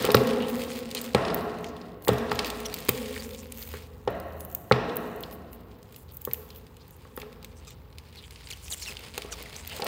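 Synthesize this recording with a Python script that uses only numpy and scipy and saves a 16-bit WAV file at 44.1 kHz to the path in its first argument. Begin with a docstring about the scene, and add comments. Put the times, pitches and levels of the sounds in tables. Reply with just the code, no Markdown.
"""Scorpion and centipede wrestling in a tub

They fight on loose coir in a plastic tub in a bare, echoing room. Body blows ring the tub modes and a noise tail.
Claws tick (clicks, small resonances) and squeak (gliding stick-slip harmonics); scrapes, short pitched clicks
and coir rustle are random slips and snaps into resonators. Room rumble, a swelling hum and hiss lie below."""
import sys
import numpy as np
from scipy import signal
from scipy.fft import rfft, irfft, next_fast_len
from scipy.io import wavfile
from scipy.ndimage import uniform_filter1d

SR = 44100
rng = np.random.default_rng(int(sys.argv[2]) if len(sys.argv) > 2 else 0)


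def generate_wav(sig):
    """Save sig (samples, or channels by samples) to the path in sys.argv[1] as 16-bit PCM at SR."""
    pcm = np.round(np.clip(np.atleast_2d(sig).T, -1, 1) * 32767).astype(np.int16)
    wavfile.write(sys.argv[1], SR, pcm)


N = 435266

# Levels are relative within each source. Brightness is in rough dB per octave.
# Body blows: (time [s], blow level [dB], low-mode boom [dB], high-mode crack [dB], room tail level [dB],
#              hollowness [dB]: blows on the wall lift the tail above 600 Hz and thin it below)
THUMPS = [(.002, -29.5, 12, -2, -26.5, 0), (0.0436, -16.5, -4, -5, -24, 2.5),
          (0.0879, -14, -2, -2.5, -37, 3), (0.1455, -3.5, 6.5, -3, -20.5, -2.5),
          (0.2139, -13, -30, -21, -28.5, -3), (0.9507, -39, 4, 2, -37.5, 0.5),
          (1.147, -10.5, 7, -6, -19.5, 4), (1.298, -32, 6, 2, -31, -2), (2.075, -19, -4, 0, -29.5, 2),
          (2.088, -8.5, 4, -5.5, -24.5, 3), (2.114, -57, 52.5, 25, -32.5, -6),
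          (2.3159, -25.5, 12.5, 10.5, -31, 2), (2.389, -35, 2, 16.5, -32.5, 2),
          (2.888, -17.5, 5, -2.5, -33.5, -5), (3.738, -33.5, 5, 1.5, -45, -1),
          (4.0751, -15, -2.5, -8.5, -31, 8), (4.7122, -11, 9, 1, -21, 2), (6.2734, -25.5, 3, -4, -43, -0.5),
          (7.051, -47, 0, 5.5, -55, -3.5), (7.175, -32, 7, 1.5, -43.5, 0), (7.23, -39, -8, 1, -60, 2),
          (8.9, -41, -8, 1, -52.5, -2), (9.1779, -29, -11, -3, -44.5, 5), (9.247, -36, 0, -4, -44.5, 0),
          (9.405, -41, 6, -7, -54, 2), (9.442, -50, -10, -3, -59, 0), (9.712, -47, -19, -8, -52, -1),
          (9.726, -44, -16, -1, -54, 12), (9.75, -43, -16, -5, -50, 14), (9.7958, -31.5, -22, -5, -44, 11),
          (9.823, -24.5, -22, -2.5, -41.5, 10.5), (9.858, -45, -20, 7, -26.5, 7)]
# Tub modes, damped by the coir: (frequency [Hz], level [dB], t60 [s])
TUB_MODES = [(77, -38, 0.3), (127.2, -21.5, 0.24), (219, -14.5, 0.033), (423, 3, 0.037), (527.5, 3, 0.035),
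             (654, -6.5, 0.0049), (823, 0.5, 0.042), (1125, 1, 0.048), (1317, 3.5, 0.028), (1870, 8, 0.008)]
LOW_MODES_HZ, HIGH_MODES_HZ = 300, 750
WALL_MODE_SHARE = 1.05   # hollowness on the wall mode near 825 Hz
REBOUND_S, REBOUND_DB, REBOUND_BOOM_DB = .0102, -8.5, 7   # rest of the body lands: softer, heavier

# Spectrum of the room tail: (frequency [Hz], density [dB per Hz])
TAIL_SPECTRUM = [(35, -60), (60, -61), (194, -16.5), (234, 4.5), (349, -9.5), (422, 0), (530, 5),
                 (600, -16), (683, -9), (1480, -17), (3090, -26.5), (5790, -39), (9000, -61), (11700, -100),
                 (19800, -120)]
# Room decay: (frequency [Hz], t60 [s])
ROOM_T60 = [(60, 3.4), (230, 2.8), (450, 2.306), (1100, 1.89), (2000, 1.69), (3500, 1.58), (7700, 0.77)]
# Modes that stand out of the tail: (frequency [Hz], width [Hz], level [dB])
ROOM_MODES = [(175.4, 8.7, -14.5), (233.9, 23.4, -3.5), (423.4, 4.3, -3), (492, 31, -8), (681, 76, -12.5),
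              (817, 16, -12.5), (1103, 52, -10.5), (1329, 64, -19), (1623, 46, -19.5), (1867, 96, -19.5)]
BUILD_UP_FADE_S = 0.0054 * 3.1
TAIL_TILT_DB, TILT_PER_CRACK = 1.78, 0.1   # dB per octave; harder blows leave brighter echoes
# Hollowness shares: lift near 700 Hz, lift from 800 Hz (gone by 5400 Hz), thinning near 450 Hz and 240 Hz
HOLLOW_LIFT_SHARE, HOLLOW_UPPER_SHARE, HOLLOW_THIN_SHARE, HOLLOW_BASS_SHARE = 0.73, 0.37, 0.58, 1.0

# Claws on armour and plastic: (time [s], peak level [dB], brightness [dB per octave])
TICKS = [(0.024, -20, 1.5), (0.051, -11.5, 1.5), (0.1045, -17, -11), (0.1177, -12, 2.5), (0.145, -5, -23),
         (0.1504, -6, 7.5), (0.169, -16, -18), (0.272, -18, 3.5), (0.308, -24.5, -4), (0.3712, -30, -13),
         (0.4021, -41, -8), (0.484, -25.5, -5), (0.5, -28, -6), (0.6174, -24, -8), (0.647, -31, -5.5),
         (0.688, -40, -8), (0.717, -27, -14), (0.7584, -29, -4), (0.8046, -35, -11), (0.89, -34, -4),
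         (0.905, -31, -3), (0.913, -21, -3), (0.9489, -16, 2.5), (0.9786, -23, -8), (0.988, -29, -2),
         (1.014, -19, 5), (1.042, -20.5, 6.5), (1.1477, -8.5, -9), (1.2224, -33, -17), (1.251, -20, -15),
         (1.2819, -21, -14), (1.302, -25, -16), (1.337, -36, -5), (1.3446, -8, 16), (1.4964, -38, -10),
         (1.586, -38, -2), (1.6081, -38.5, 7), (1.629, -44, 7), (1.6436, -26, -7), (1.6664, -38, -3),
         (1.688, -38, 2), (1.766, -38, -2.5), (1.8144, -35.5, -19), (2.023, -32.5, 6), (2.049, -28, 3),
         (2.0817, -10.5, 1), (2.0902, -17, -6), (2.132, -22, 9), (2.183, -25.5, -4), (2.296, -26, -17),
         (2.313, -25.5, -3), (2.3169, -18, -12), (2.328, -30, 7), (2.35, -30, 8), (2.3556, -23, -5),
         (2.3913, -10, -9.5), (2.4288, -39, -8), (2.446, -19.5, -5), (2.459, -27, 2), (2.4685, -20.5, 6),
         (2.478, -27, 5), (2.486, -34, 7), (2.502, -21, -1), (2.556, -35, -3), (2.603, -27, 1),
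         (2.665, -30, 0), (2.7121, -40, -9), (2.741, -13.5, 4.5), (2.7765, -36, 4), (2.7872, -26, 4),
         (2.8027, -28, 3), (2.8498, -25, 11), (2.8855, -17, 2), (2.891, -2.5, 2), (2.915, -27, 11),
         (3.017, -40, -11), (3.142, -32, -13), (3.16, -30, -1), (3.307, -31, -9), (3.3337, -35, -1),
         (3.347, -26.5, -7), (3.3796, -44, 9), (3.522, -27, 1), (3.6101, -46, -2), (3.625, -27.5, -10),
         (3.7394, -32, 1.5), (3.7698, -35, 1), (3.8631, -45, 12), (4.077, -22.5, -16), (4.104, -31, 16),
         (4.2, -26.5, 7.5), (4.324, -45, -20), (4.406, -25, 6), (4.4495, -21.5, 13), (4.5001, -36, 5.5),
         (4.5146, -30, 8.5), (4.5266, -30, 9), (4.549, -9.5, 12), (4.722, -7.5, -29), (4.896, -27.5, -27),
         (4.958, -24, 14), (4.9682, -14, 11), (5.004, -39, 9), (5.0753, -40, 8.5), (5.161, -31, 11),
         (5.2067, -25, 9), (5.229, -27, 12), (5.2357, -22.5, -26), (5.3108, -33, 4), (5.3254, -31, 4),
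         (5.531, -29.5, 6.5), (5.607, -43, 7), (5.7135, -48, -9), (5.787, -45, 12), (5.829, -41.5, -0.5),
         (5.9248, -39, 2.5), (5.9442, -38.5, -10), (5.962, -22.5, 8), (6.092, -47, -5), (6.1215, -35, 10),
         (6.1454, -38, 9), (6.1695, -17, 15), (6.213, -34, 9), (6.217, -23, 11.5), (6.243, -35, 12),
         (6.2507, -7, 12), (6.3125, -32, -5), (6.334, -9, 12.5), (6.343, -31, 2), (6.3924, -44, 9),
         (6.4896, -41, 5), (6.504, -34.5, -4), (6.5603, -30, 8), (6.667, -39, -9), (6.768, -38.5, 1.5),
         (6.88, -35, 11), (6.908, -34, 10), (6.965, -40, 10), (7.1648, -19, 22), (7.175, -36, 0),
         (7.2, -29.5, 2), (7.217, -25, -16), (7.328, -42, -3), (7.428, -38, 0), (7.446, -28, 0.5),
         (7.5173, -49, -9), (7.5712, -53, 2), (7.649, -40, -2), (7.706, -38, -1), (7.9025, -51, -3),
         (7.927, -46, -10), (7.9842, -27.5, -5.5), (8.088, -46, -3), (8.1409, -52, 6), (8.157, -38, -1),
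         (8.2252, -37, -4), (8.266, -47, 5), (8.3083, -32, -2), (8.359, -32.5, -23), (8.4318, -43, -10),
         (8.4407, -38, -9), (8.472, -30.5, -17), (8.488, -30, -6), (8.525, -28, -3), (8.681, -29.5, -5),
         (8.7024, -46, 5), (8.78, -34, 1), (8.8, -35, 0), (8.8225, -29, -2), (8.861, -26, -9),
         (8.9689, -24.5, -15), (8.993, -33, -2), (9.106, -45, -2), (9.1434, -44, -4), (9.1785, -15, 1.5),
         (9.22, -22.5, -5), (9.324, -33, -7), (9.426, -27, 3.5), (9.46, -43, -5), (9.5115, -51, 5),
         (9.542, -33, -15), (9.6477, -44, 2.5), (9.67, -31, -7), (9.675, -21, 4.5), (9.691, -46, -3),
         (9.6962, -31, -1), (9.764, -29, 0), (9.788, -31.5, -5), (9.802, -29, -0.5), (9.821, -16, -13),
         (9.844, -17, 6), (9.8664, -16.5, -7)]
# Ringing ranges of armour and tub walls: (low edge [Hz], high edge [Hz], base t60 [s])
RING_RANGES = [(2030, 5300, 0.013), (5850, 10400, 0.0098), (12160, 22600, 0.0094)]
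TICK_MIDDLE_DB, RUSTLE_MIDDLE_DB = -3.5, -4   # middle range against the slope from low to high
MIDDLE_PER_BRIGHTNESS = -0.185   # bright sounds skip the middle range
TICK_COLOUR_DB = 4.5   # chance spread of each ring

# Leg drags and a few short clicks at one pitch: (time [s], nominal length [s], centre [Hz], level [dB])
SCRAPES = [(0.398, 0.074, 3140, -42.5), (0.484, 0.027, 14800, -42), (0.604, 0.041, 2930, -46.5),
           (0.947, 0.059, 7500, -46), (0.954, 0.034, 3650, -38.5), (0.955, 0.036, 2550, -44),
           (1.338, 0.13, 12700, -59), (1.637, 0.069, 5560, -58), (2.042, 0.053, 14100, -43),
           (2.449, 0.034, 4140, -42.5), (2.649, 0.017, 3340, -40.5), (3.158, 0.012, 2030, -40),
           (3.229, 0.023, 6900, -48.5), (3.374, 0.041, 6900, -51), (3.521, 0.0043, 8150, -38.5),
           (3.734, 0.04, 2000, -50.5), (4.396, 0.045, 12100, -52), (4.967, 0.089, 13200, -62),
           (5.311, 0.046, 14300, -51), (5.516, 0.043, 14800, -54), (5.93, 0.11, 8600, -66),
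           (5.947, 0.09, 14200, -58), (6.086, 0.032, 3850, -60), (6.117, 0.051, 15400, -51),
           (6.489, 0.097, 3680, -63), (6.55, 0.042, 14900, -51), (6.799, 0.033, 4230, -60),
           (6.912, 0.058, 8550, -65), (7.16, 0.064, 13300, -55), (7.173, 0.077, 3130, -59),
           (7.56, 0.043, 7200, -61), (7.642, 0.11, 3420, -61.5), (7.668, 0.065, 6800, -59),
           (8.168, 0.04, 3970, -54), (8.228, 0.032, 2840, -52), (8.236, 0.054, 8200, -62),
           (8.316, 0.032, 8600, -62), (8.442, 0.039, 7640, -57), (8.627, 0.03, 8400, -50),
           (8.651, 0.038, 6400, -53), (8.733, 0.013, 9000, -37), (8.76, 0.059, 7900, -50),
           (8.867, 0.05, 8000, -52), (8.699, 0.012, 8100, -41), (8.827, 0.025, 6460, -43),
           (9.312, 0.021, 7400, -43), (9.292, 0.0099, 1900, -52), (9.548, 0.021, 3720, -49),
           (9.563, 0.062, 7100, -52), (9.704, 0.034, 3200, -44), (9.713, 0.011, 2000, -45)]
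SLIPS_PER_S, SLIP_HISS, SCRAPE_RING_CYCLES = 600, .06, 26

# Claw tips slipping on the wall: (time [s], length [s], first slip rate [Hz], last slip rate [Hz],
#                                  level [dB], overtone slope [dB per harmonic])
SQUEAKS = [(2.654, 0.014, 5840, 5720, -33, -3), (2.72, 0.015, 4000, 4820, -43, -20),
           (3.194, 0.016, 4440, 4760, -40, -15), (7.67, 0.027, 1283, 1173, -56, 0.5),
           (8.168, 0.032, 4300, 4100, -48.5, -18), (8.502, 0.02, 4410, 2120, -38, -2),
           (8.528, 0.013, 4000, 2750, -41, -8), (8.7115, 0.013, 8850, 6440, -29, -23),
           (8.72, 0.024, 4850, 2867, -32.5, -0.5), (8.812, 0.026, 6150, 4020, -39.5, -7),
           (8.822, 0.018, 8230, 5230, -34.5, -14), (8.849, 0.014, 4330, 4020, -42, -14),
           (8.867, 0.036, 2850, 2600, -37.5, -5), (8.904, 0.023, 5380, 2110, -40, -5),
           (9.318, 0.03, 1767, 1136, -43.5, -0.5), (9.322, 0.014, 6550, 5500, -37, -20),
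           (9.455, 0.019, 2560, 1830, -45.5, -15), (9.563, 0.0043, 7150, 6060, -37, -21)]
SQUEAK_TOP_HZ = 10500   # overtones fade above

# Legs in the coir: (time [s], rustle level [dB], brightness [dB per octave])
RUSTLE = [(0.0, -36, -4), (0.33, -47.5, -4.5), (0.78, -44, 0.5), (0.85, -51.5, -4), (1.0, -49, -1),
          (1.25, -49.5, -7), (2.0, -68, -8), (2.25, -53, -5), (3.02, -46, -1.5), (3.49, -57, 1.5),
          (3.6, -43.5, 7), (3.78, -51, 1), (3.9, -69, -0.7), (4.51, -55, 13), (4.84, -63, -4),
          (5.11, -62.5, 2.5), (5.69, -69.5, -5.5), (6.07, -68.5, 1), (8.05, -63, -9), (8.77, -48.5, 2),
          (9.02, -53, -5), (9.87, -49.5, -3)]

# Steady room noise and hiss: (frequency [Hz], density [dB per Hz])
FLOOR_SPECTRUM = [(15, -25), (25, -17.5), (79, 3), (119, 0.5), (331, -14), (433, -8), (722, -25.5),
                  (826, -14.5), (2230, -31), (4040, -36.5), (5580, -82), (11800, -39), (15500, -30)]
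# Hum curve: (time [s], level [dB])
HUM = [(0.0, -68), (0.99, -54), (1.3, -42), (2.0, -45), (3.96, -38.5), (4.81, -50.5), (9.87, -44)]
FLOOR_DB = -51.5
CUTOFF_HZ = 16400


def tub():
    """Each blow is a short crumbling contact that strikes every mode with a strength of its own."""
    time_s, blow_db, boom_db, crack_db, hollow_db = np.tile(np.transpose(THUMPS)[[0, 1, 2, 3, 5]], 2)
    rebound = np.arange(len(time_s)) >= len(THUMPS)
    time_s = time_s + REBOUND_S * rebound
    blow_db = blow_db + REBOUND_DB * rebound
    boom_db = boom_db + REBOUND_BOOM_DB * rebound
    chance = rng.standard_normal((len(time_s), len(TUB_MODES)))
    crumbs = 1 + .7 * rng.standard_normal(N)
    out = 0
    for k, (hz, db, t60_s) in enumerate(TUB_MODES):
        colour_db = boom_db * (hz < LOW_MODES_HZ) + crack_db * (hz > HIGH_MODES_HZ)
        colour_db = colour_db + WALL_MODE_SHARE * hollow_db * (750 < hz < 900)
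        blows = clicks(time_s, amp(blow_db + db + colour_db + 2 * chance[:, k]))
        contact = amp(-25) * fade(blows, 0.0043) * crumbs
        out = out + (-1) ** k * ring(contact, hz, t60_s)   # neighbouring modes swing opposite ways
    # a soft body dulls the contact
    return signal.sosfilt(signal.butter(2, 2600, fs=SR, output="sos"), out)


def room_tail():
    """Diffuse echoes of the thumps: noise builds up, then dies band by band; room modes stand out."""
    time_s, crack_db, tail_db, hollow_db = np.transpose(THUMPS)[[0, 3, 4, 5]]
    tilt_db = TAIL_TILT_DB + TILT_PER_CRACK * crack_db
    diffuse = coloured(TAIL_SPECTRUM)
    for hz, width_hz, db in ROOM_MODES:
        mode_t60_s = np.log(1000) / np.pi / width_hz
        diffuse = diffuse + amp(db) * rms_one(ring(rng.standard_normal(N), hz, mode_t60_s))
    edges_hz = 50 * 2 ** np.arange(0, 8.1, .5)
    out = 0
    for low, high in zip(edges_hz, edges_hz[1:]):
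        hz = np.sqrt(low * high)
        lift = HOLLOW_LIFT_SHARE * (low < 700 < high)
        lift += HOLLOW_UPPER_SHARE * (hz > 800) * np.clip(np.log2(5400 / hz), 0, 1)
        lift -= HOLLOW_THIN_SHARE * (low < 450 < high) + HOLLOW_BASS_SHARE * (low < 240 < high)
        level_db = tail_db + tilt_db * np.log2(hz / 500) + lift * hollow_db
        energy = clicks(time_s, amp(level_db) ** 2)
        # energy falls 60 dB on the amplitude scale in half the t60
        energy = fade(energy, at_hz(ROOM_T60, hz) / 2) - fade(energy, BUILD_UP_FADE_S)
        out = out + np.sqrt(np.maximum(energy, 0)) * band(diffuse, low, high)
    return out


def claw_ticks():
    """A click rings small resonances of chance strength, with a gritty burst and a faint wall ring."""
    time_s, peak_db, brightness = np.transpose(TICKS)
    count = len(time_s)
    levels = three_ranges(peak_db, brightness, TICK_MIDDLE_DB)
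    out = 0
    for db, (low_hz, high_hz, t60_s) in zip(levels, RING_RANGES):
        click = band(clicks(time_s, amp(db - 13) * rng.choice([-1, 1], count)), low_hz, high_hz)
        out = out + click * SR / 2 / (high_hz - low_hz)   # peak height independent of bandwidth
        for hz in np.geomspace(low_hz * 1.07 + 400, min(high_hz, CUTOFF_HZ) / 1.08, 5):
            strike_s = time_s + rng.uniform(0, .0006, count)
            hit = clicks(strike_s, amp(db - 15.5 + TICK_COLOUR_DB * rng.standard_normal(count)))
            out = out + band(ring(hit, hz, t60_s * .8), low_hz * .8, high_hz * 1.2)
        for part in narrow_rings(low_hz, high_hz):
            hit = clicks(time_s, amp(db - 13 + 3.1 * rng.standard_normal(count)))
            burst = fade(hit, t60_s * 1.74)
            wall_ring = amp(-27) * fade(hit, 0.6)
            out = out + (burst + wall_ring) * part
    return out


def scrapes():
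    """Quick uneven slips ring at a few pitches around each centre: leg drags and a few short clicks."""
    out = np.zeros(N + SR)
    for start_s, length_s, hz, db in SCRAPES:
        u = np.linspace(0, 1, int(length_s * 1.4 * SR))   # tapered ends overlap the nominal length
        count = len(u)
        slip_size = amp(2.5 * np.minimum(rng.exponential(1, count), 2.5)) * rng.choice([-1, 1], count)
        slips = (rng.random(count) < SLIPS_PER_S / SR) * slip_size
        force = slips + SLIP_HISS * rng.standard_normal(count)
        ring_t60_s = SCRAPE_RING_CYCLES / hz
        rings = sum(ring(force, min(hz * share, 15400), ring_t60_s)
                    for share in rng.uniform(0.82, 1.2, size=5))
        scrape = rms_one(band(rings, hz * 0.6, hz * 1.7))
        scrape = scrape + 0.057 * rms_one(band(force, hz * 0.52, hz * 1.7))
        first = int((start_s - .2 * length_s) * SR)
        out[first:][:count] += amp(db + 1.5) * np.sin(np.pi * u) * rms_one(scrape)
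    return out[:N]


def squeaks():
    """Stick-slip pulses: harmonic chirps glide, mostly down as the claw brakes, broken by chatter."""
    out = np.zeros(N + SR)
    for start_s, length_s, first_hz, last_hz, db, slope_db in SQUEAKS:
        u = np.linspace(0, 1, int(length_s * SR))
        wobble, chatter, grit = rng.standard_normal((3, len(u)))
        glide_hz = last_hz + (first_hz - last_hz) * (1 - u) ** 2.2
        hz = glide_hz * (1 + 0.29 * uniform_filter1d(wobble, size=60))
        phase = 2 * np.pi * np.cumsum(hz) / SR
        tone = 0
        for k in range(6):
            ripple_db = 2.1 * np.sin(rng.uniform(23.0, 26.0) * u + rng.uniform(0, 12.3))
            rolloff = 1 + ((k + 1) * hz / SQUEAK_TOP_HZ) ** 6
            tone = tone + amp(slope_db * k + ripple_db) / rolloff * np.sin((k + 1) * phase)
        tone = tone * amp(26 * uniform_filter1d(chatter, size=90)) * (1 + .4 * grit)
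        swell = np.sin(np.pi * u ** .7) ** 0.6
        out[int(start_s * SR):][:len(u)] += amp(db) * swell * tone
    out = out[:N] - band(out[:N], 11200, 11500)   # the tub is deaf near 11 kHz
    wall = amp(-46) * rms_one(ring(rng.standard_normal(N), 5750, .05))
    # the first slip leaves a wall mode ringing
    return out + wall * fade(clicks([SQUEAKS[0][0] + .01], 0.33), 0.64)


def rustle():
    """Fibres snap in clumps over a patchy shuffle; snaps ring small resonances of coir and armour."""
    born = rng.random(N) < 600 * amp(8 * drift(18)) / SR   # median 600 snaps per s
    sizes = born * amp(4.5 * np.minimum(rng.exponential(1, N), 3.5)) * rng.choice([-1, 1], N)
    levels = three_ranges(*in_time(RUSTLE), RUSTLE_MIDDLE_DB)
    out = 0
    for db, (low_hz, high_hz, t60_s) in zip(levels, RING_RANGES):
        scrape = drift(14)
        shuffle = sum(amp(3.5 * scrape + 2.5 * drift(60)) * part
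                      for part in narrow_rings(low_hz, high_hz, count=2))
        pitches_hz = np.geomspace(low_hz * 1.08, high_hz / 1.05, 10)
        # each pitch takes a random 30 % of the snaps
        snaps = sum(ring(sizes * (rng.random(N) < .3) + 1e-18, hz, t60_s * 0.45) for hz in pitches_hz)
        out = out + amp(db) * (amp(-6.5) * shuffle + amp(-1) * rms_one(snaps))
    # coir shoved aside
    shifting = rms_one(band(rng.standard_normal(N), 306, 2360))
    shifting = amp(levels[0] - 12 + 0.43 * drift(7.4)) * shifting
    # crumbs knock on the floor of the tub
    crumbs = sum(ring(sizes * (rng.random(N) < .25) + 1e-18, hz, 20 / hz)
                 for hz in np.geomspace(500, 2000, 6))
    return out + shifting + amp(levels[0] - 10.5) * rms_one(crumbs)


def background():
    """Steady room noise and hiss, with a low hum of two narrow noise tones that swells and fades."""
    hum = rms_one(ring(rng.standard_normal(N), 57.02, 3.1))
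    hum = hum + rms_one(ring(rng.standard_normal(N), 78.97, 2.2))
    return amp(FLOOR_DB) * coloured(FLOOR_SPECTRUM) + amp(in_time(HUM)[0] - 7.5) * hum


def three_ranges(db, brightness, middle_db):
    """Low, middle, high range levels: the favoured end gets the full level, the rest slope away."""
    low = db - 2 * np.maximum(brightness, 0)
    high = db + 2 * np.minimum(brightness, 0)
    middle = (low + high) / 2 + middle_db + MIDDLE_PER_BRIGHTNESS * brightness
    return low, middle, high


def narrow_rings(low_hz, high_hz, count=3):
    """Noise in neighbouring narrow bands that share out a range, rms about 1 together."""
    edges_hz = np.geomspace(low_hz, high_hz, count + 1)
    return [rms_one(band(rng.standard_normal(N), low, high)) / np.sqrt(count)
            for low, high in zip(edges_hz, edges_hz[1:])]


def amp(db):
    """Gain of a level in dB."""
    return 10 ** (np.asarray(db, float) / 20)


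def rms_one(x):
    """Scale to unit rms."""
    return x / np.sqrt(np.mean(x ** 2) + 1e-20)


def in_time(rows):
    """Columns of a curve table, one value per sample."""
    time_s, *columns = np.transpose(rows)
    return [np.interp(np.arange(N) / SR, time_s, column) for column in columns]


def at_hz(points, hz):
    """Read a table on a log-frequency axis."""
    table_hz, values = np.transpose(points)
    return np.interp(np.log(hz), np.log(table_hz), values)


def clicks(times_s, gains):
    """Impulses at the given seconds."""
    out = np.full(N, 1e-18)
    np.add.at(out, np.clip((np.asarray(times_s) * SR).astype(int), 0, N - 1), gains)
    return out


def ring(x, hz, t60_s):
    """Two-pole resonator: a unit click sets a decaying sine of height about 1 ringing."""
    r, w = amp(-60 / (t60_s * SR)), 2 * np.pi * hz / SR
    return signal.lfilter([0, np.sin(w)], [1, -2 * r * np.cos(w), r * r], x)


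def fade(x, t60_s):
    """One-pole decay: each impulse dies away by 60 dB in t60."""
    return signal.lfilter([1], [1, -amp(-60 / (t60_s * SR))], x)


def band(x, low_hz, high_hz):
    """Butterworth band-pass."""
    sos = signal.butter(2, [low_hz, min(high_hz, .45 * SR)], "band", fs=SR, output="sos")
    return signal.sosfilt(sos, x)


def coloured(spectrum):
    """Noise with the given spectrum, rms 1."""
    size = next_fast_len(N)
    hz = np.maximum(np.arange(size // 2 + 1) * SR / size, 1)
    shaped = rfft(rng.standard_normal(size)) * amp(at_hz(spectrum, hz))
    return rms_one(irfft(shaped, size)[:N])


def drift(rate_hz):
    """Slow chance: normal points of spread 1 at the given rate, joined by straight lines."""
    points = rng.standard_normal(int(N / SR * rate_hz) + 2)
    return np.interp(np.arange(N) / SR * rate_hz, np.arange(len(points)), points)


def scene():
    """All sources at one close microphone."""
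    return (tub() + room_tail() + claw_ticks() + scrapes() + squeaks() + rustle() + background())[None]


def record(dry):
    """High-pass the deepest bass, clip beyond full scale, low-pass steeply near 16.4 kHz."""
    thin = signal.sosfilt(signal.butter(3, 48, "high", fs=SR, output="sos"), dry)
    low_pass = signal.cheby2(14, 60, CUTOFF_HZ, fs=SR, output="sos")
    return signal.sosfilt(low_pass, np.clip(thin, -1, 1))


dry = scene()
out = record(dry)
generate_wav(out)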